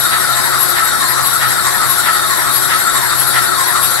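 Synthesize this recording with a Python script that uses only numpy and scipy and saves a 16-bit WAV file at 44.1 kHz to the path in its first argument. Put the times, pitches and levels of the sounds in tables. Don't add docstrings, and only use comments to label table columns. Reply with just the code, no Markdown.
import sys
import numpy as np
from scipy import signal
from scipy.fft import rfft, irfft
from scipy.io import wavfile

SR = 44100
rng = np.random.default_rng(int(sys.argv[2]) if len(sys.argv) > 2 else 0)


def generate_wav(sig):
    pcm = np.round(np.clip(np.atleast_2d(sig).T, -1, 1) * 32767).astype(np.int16)
    wavfile.write(sys.argv[1], SR, pcm)


N = 176400
T = np.arange(N) / SR
FREQS_HZ = np.fft.rfftfreq(N, 1 / SR)

# pitch_hz, left_db, right_db, left_lead_rad, phase_waver_rad
HUM_AND_RINGS = [(120.1, -33.5, -31, -2.5, .17), (242.8, -41, -45.5, 2.5, 0.26),
                 (350.7, -36, -47.5, 3, 0.2), (364, -33, -35, 3.5, 0.49), (479.4, -48.5, -59, 2.5, 0.34),
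                 (529, -42, -50, 3.5, 1), (605, -47, -39.5, 2.2, 2.3), (689, -39.5, -36, 2.5, 0.26),
                 (722, -41.5, -43, 0, 1.23), (837, -39.5, -39, 1, 0.51), (1143, -32, -42.5, 0.2, 2.1),
                 (1297, -31, -32, 1.2, 2.8)]
# frequency_hz, relative_level_db
RUMBLE_COLOUR = [(20, -28), (50, -33), (59, -13), (67, -0.5), (77, -7), (92, 3), (108, -28), (130, 2.5),
                 (145, -2.5), (185, -9), (225, 0), (300, -10.5), (600, -29), (2000, -60)]
RUSH_COLOUR = [(200, -18.5), (300, -10), (430, -15), (490, -9.5), (525, -7.5), (570, -11.5), (660, -8),
               (725, -6.5), (790, -10.5), (950, -7), (1080, -3.5), (1140, -5), (1220, -8), (1305, 0),
               (1400, 2), (1570, -3), (1850, -4), (2150, -13), (2700, -24.5), (3300, -59), (6000, -45)]
LEAK_COLOUR = [(1500, -53), (2700, -15), (3250, -9), (3700, -0.5), (4200, -1.5), (4800, -4.5), (5300, -5),
               (5850, -4), (6200, -10.5), (6800, -8), (7500, 1.5), (9500, -0.5), (11300, 0.5), (12500, -4),
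               (13300, -20), (13900, -10.5), (14500, -12.5), (15600, -16.5)]
PUFF_COLOUR = [(200, -34), (450, -23), (800, 1), (1400, 1.5), (1750, -7), (2100, -6), (2600, -8.5),
               (3800, -5.5), (5500, -14.5), (7000, -48), (16000, -45)]
HISS_COLOUR = [(2500, -80), (3800, 1.5), (5200, -7.5), (6300, -8.5), (7600, 13), (8700, 15), (10000, -14),
               (12000, -29), (14500, -5), (16000, -20)]
WHISTLE_COLOUR = [(7000, -32), (9800, -19), (10450, -8), (10800, -9), (11200, 0), (11500, 0), (11730, -12),
                  (12600, -20), (14500, -30), (16000, -24)]
# hoot_delay_s, hoot_pitch_hz, hoot_width_hz, hoot_db, overtone_db,
# puff_db, hiss_db, whistle_db
CYLINDERS = [ (0.0027, 1360, 150, -15.5, -27, -36, -21.5, -13.5),
             (0.023, 1312, 58, -12, -15.5, -17, -39, -23), (.013, 1500, 170, -19, -20, -26, -23.5, -15),
             (-0.00078, 1354, 115, -14, -22.5, -37, -31, -29),
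             (-0.002, 1087, 100, -16, -19, -28, -18, -19.5),
             (-0.0059, 981, 100, -19.5, -17.5, -30.5, -26.5, -16),
             (-0.0046, 1290, 286, -13, -22, -27.5, -23, -28.5),
             (-0.014, 1100, 42, -19.5, -34, -24, -22.5, -8.5)]
# peak_s, pitch_hz, level_db
EXTRA_HOOTS = [(1.26, 1180, -31), (2.15, 1320, -12.5), (2.88, 1360, -16), (3.575, 1070, -20),
               (3.775, 1130, -15)]
# frequency_hz, right_minus_left_db
RIGHT_LEVEL = [(30, -15), (100, 1.5), (200, -3), (500, -4), (680, -6), (900, -4.5), (1350, -6), (1800, -3),
               (2200, -1.5), (3200, -.5), (4500, -4), (5600, -2), (6500, -5), (7600, -12), (8600, -22.5),
               (10000, -15), (11300, -33), (12300, -23), (13600, -29), (16000, -24)]
# frequency_hz, likeness_0_to_1
SIDE_LIKENESS = [(20, 0.95), (65, 0.87), (270, 1), (400, 0.35), (490, 0.83), (610, 0.12), (800, 0.59),
                 (1030, 1), (1320, 1), (1550, 0.17), (1750, 0.18), (2200, 0.033), (16000, .02)]
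# frequency_hz, lead_rad
LEFT_LEAD = [(20, 2.5), (130, 3.5), (280, 3.5), (490, 2.5), (800, 1.5), (1050, 1.27), (1400, 1),
             (1700, -2.2), (2000, -4)]

ROUND_S, FIRST_STROKE_S = .6458, .059
HOOT_FALL_HZ_PER_S, OVERTONE_FALL_HZ_PER_S, OVERTONE_HZ = 720, 580, 1810
# delay_s, swell_s, fade_s
HOOT_SHAPE, OVERTONE_SHAPE = (.0005, .023, .028), (.0023, .023, .027)
PUFF_SHAPE, HISS_SHAPE, WHISTLE_SHAPE = (-.004, .018, .031), (-.0021, .018, .026), (-.009, .02, .027)


def gain(db):
    return 10 ** (np.asarray(db) / 20)


def curve(table):
    hz, value = np.transpose(table)
    return np.interp(np.log(FREQS_HZ + 1), np.log(hz + 1), value)


def normalize(x):
    return x / np.sqrt(np.mean(np.atleast_2d(x)[0] ** 2) + 1e-20)


def wobble(rate_hz):
    return normalize(irfft(rfft(rng.standard_normal(N)) * np.exp(-(FREQS_HZ / rate_hz) ** 2), N))


def air_noise(colour=None):
    left, other = rng.standard_normal((2, len(FREQS_HZ))) + 1j * rng.standard_normal((2, len(FREQS_HZ)))
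    likeness = curve(SIDE_LIKENESS)
    right = likeness * left + np.sqrt(1 - likeness ** 2) * other
    right *= np.exp(-1j * curve(LEFT_LEAD)) * gain(curve(RIGHT_LEVEL))
    return normalize(irfft(np.array([left, right]) * (gain(curve(colour)) if colour else 1), N))


def flicker(hiss, depth_db=2.84, patch_hz=353, patch_s=.052):
    bands = signal.stft(hiss, nperseg=512, noverlap=384)[2]
    per_hz = np.fft.fftfreq(bands.shape[1], SR / 512)[:, None]
    per_s = np.fft.fftfreq(bands.shape[2], 128 / SR)
    blur = np.exp(-(per_hz * patch_hz) ** 2 - (per_s * patch_s) ** 2)
    patches = np.fft.ifft2(np.fft.fft2(rng.standard_normal(bands.shape[1:])) * blur).real
    bands *= gain(depth_db * patches / patches.std())
    return signal.istft(bands, nperseg=512, noverlap=384)[1][:, :N]


def wall_echoes(sound, length_s=.07, echo_db=-4):
    t = np.arange(0, length_s, 1 / SR)
    echoes = rng.standard_normal((2, len(t))) * gain(-60 * t / length_s)
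    echoes *= gain(echo_db) / np.linalg.norm(echoes, axis=1, keepdims=True)
    echoes[:, 0] = 1
    return signal.fftconvolve(sound, echoes / np.linalg.norm(echoes[0]), axes=1)[:, :N]


def hum_and_rings(rumble_db=-31, waver_db=2.64, waver_hz=6.6):
    sound = gain(rumble_db) * air_noise(RUMBLE_COLOUR)
    for hz, left_db, right_db, lead_rad, waver_rad in HUM_AND_RINGS:
        phase = 2 * np.pi * (hz * T + rng.random()) + waver_rad * wobble(waver_hz)
        tone = np.array([gain(left_db) * np.sin(phase), gain(right_db) * np.sin(phase - lead_rad)])
        sound += np.sqrt(2) * tone * gain(waver_db * wobble(waver_hz))
    return sound


def steady_air(rush_db=-18.5, leak_db=-16, flutter_db=.2):
    leak = air_noise(LEAK_COLOUR) * gain(leak_db - flutter_db * wobble(rate_hz=88.5))
    return gain(rush_db) * air_noise(RUSH_COLOUR) + wall_echoes(flicker(leak))


def swell(since_s, shape):
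    delay_s, swell_s, fade_s = shape
    t = since_s - delay_s
    return np.exp(-.5 * (t / np.where(t < 0, swell_s, fade_s)) ** 2)


def port_ring(noise, pitch_hz, width_hz, steadiness=.46):
    spin = np.exp(2j * np.pi * np.cumsum(pitch_hz) / SR)
    decay = np.exp(-np.pi * width_hz / SR)
    ring = signal.lfilter([(1 - decay) ** 2], [1, -2 * decay, decay ** 2], noise / spin)
    strength = normalize(np.sqrt((abs(ring) ** 2).sum(0)))
    return normalize((spin * ring).real / (strength + .2) ** steadiness)


def extra_hoots():
    sound = np.zeros((2, N))
    for peak_s, hz, db in EXTRA_HOOTS:
        ring = port_ring(air_noise(), hz - HOOT_FALL_HZ_PER_S * (T - peak_s), width_hz=110)
        sound += gain(db) * swell(T - peak_s, HOOT_SHAPE) * ring
    return sound


def escaping_air(puff_flow, hiss_flow, whistle_flow, flutter_db=2, right_boost_db=10):
    puff = puff_flow * air_noise(PUFF_COLOUR)
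    hiss = hiss_flow * air_noise(HISS_COLOUR) * gain(flutter_db * wobble(rate_hz=88.5))
    hiss[1] *= gain(right_boost_db)
    whistle = whistle_flow * air_noise(WHISTLE_COLOUR)
    return puff + wall_echoes(flicker(hiss + whistle))


def cylinder_strokes(scatter_db=.4, pitch_scatter=.012):
    hoots, flows = np.zeros((2, N)), np.zeros((3, N))
    for k, (delay_s, hz, width_hz, hoot_db, overtone_db, *flow_dbs) in enumerate(CYLINDERS):
        rounds = (T - FIRST_STROKE_S) / ROUND_S - k / len(CYLINDERS)
        nearest = np.round(rounds).astype(int)
        since_s = (rounds - nearest) * ROUND_S
        force_dice, pitch_dice = rng.standard_normal((16, 2))[nearest].T
        force, tuning = gain(scatter_db * force_dice), 1 + pitch_scatter * pitch_dice
        hoot_s = since_s - delay_s + .0036 * (T - T.mean())
        noise = air_noise()
        hoot = port_ring(noise, hz * tuning - HOOT_FALL_HZ_PER_S * hoot_s, width_hz)
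        overtone = port_ring(noise, OVERTONE_HZ * tuning - OVERTONE_FALL_HZ_PER_S * since_s, 345)
        hoots += force * gain(hoot_db) * swell(hoot_s, HOOT_SHAPE) * hoot
        hoots += force * gain(overtone_db) * swell(since_s, OVERTONE_SHAPE) * overtone
        for flow, db, shape in zip(flows, flow_dbs, (PUFF_SHAPE, HISS_SHAPE, WHISTLE_SHAPE)):
            flow += force * gain(db) * swell(since_s, shape)
    return hoots + escaping_air(*flows)


def scene():
    return cylinder_strokes() + extra_hoots() + steady_air() + hum_and_rings()


def record(dry):
    threshold_db, share_removed, response_s = -10, .36, .014
    knee, ceiling, cutoff_hz = .6, .95, 15750
    memory = np.exp(-1 / (response_s * SR))
    power = signal.filtfilt([1 - memory], [1, -memory], (dry ** 2).mean(0), padtype="even")
    excess_db = np.maximum(10 * np.log10(power + 1e-12) - threshold_db, 0)
    evened = dry * gain(-share_removed * excess_db)
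    clipped, headroom = np.clip(evened, -knee, knee), ceiling - knee
    rounded = clipped + headroom * np.tanh((evened - clipped) / headroom)
    treble_cut = signal.firwin(1023, cutoff_hz, window=("kaiser", 9), fs=SR)
    return signal.oaconvolve(rounded, treble_cut[None], "same")


dry = scene()
out = record(dry)
generate_wav(out)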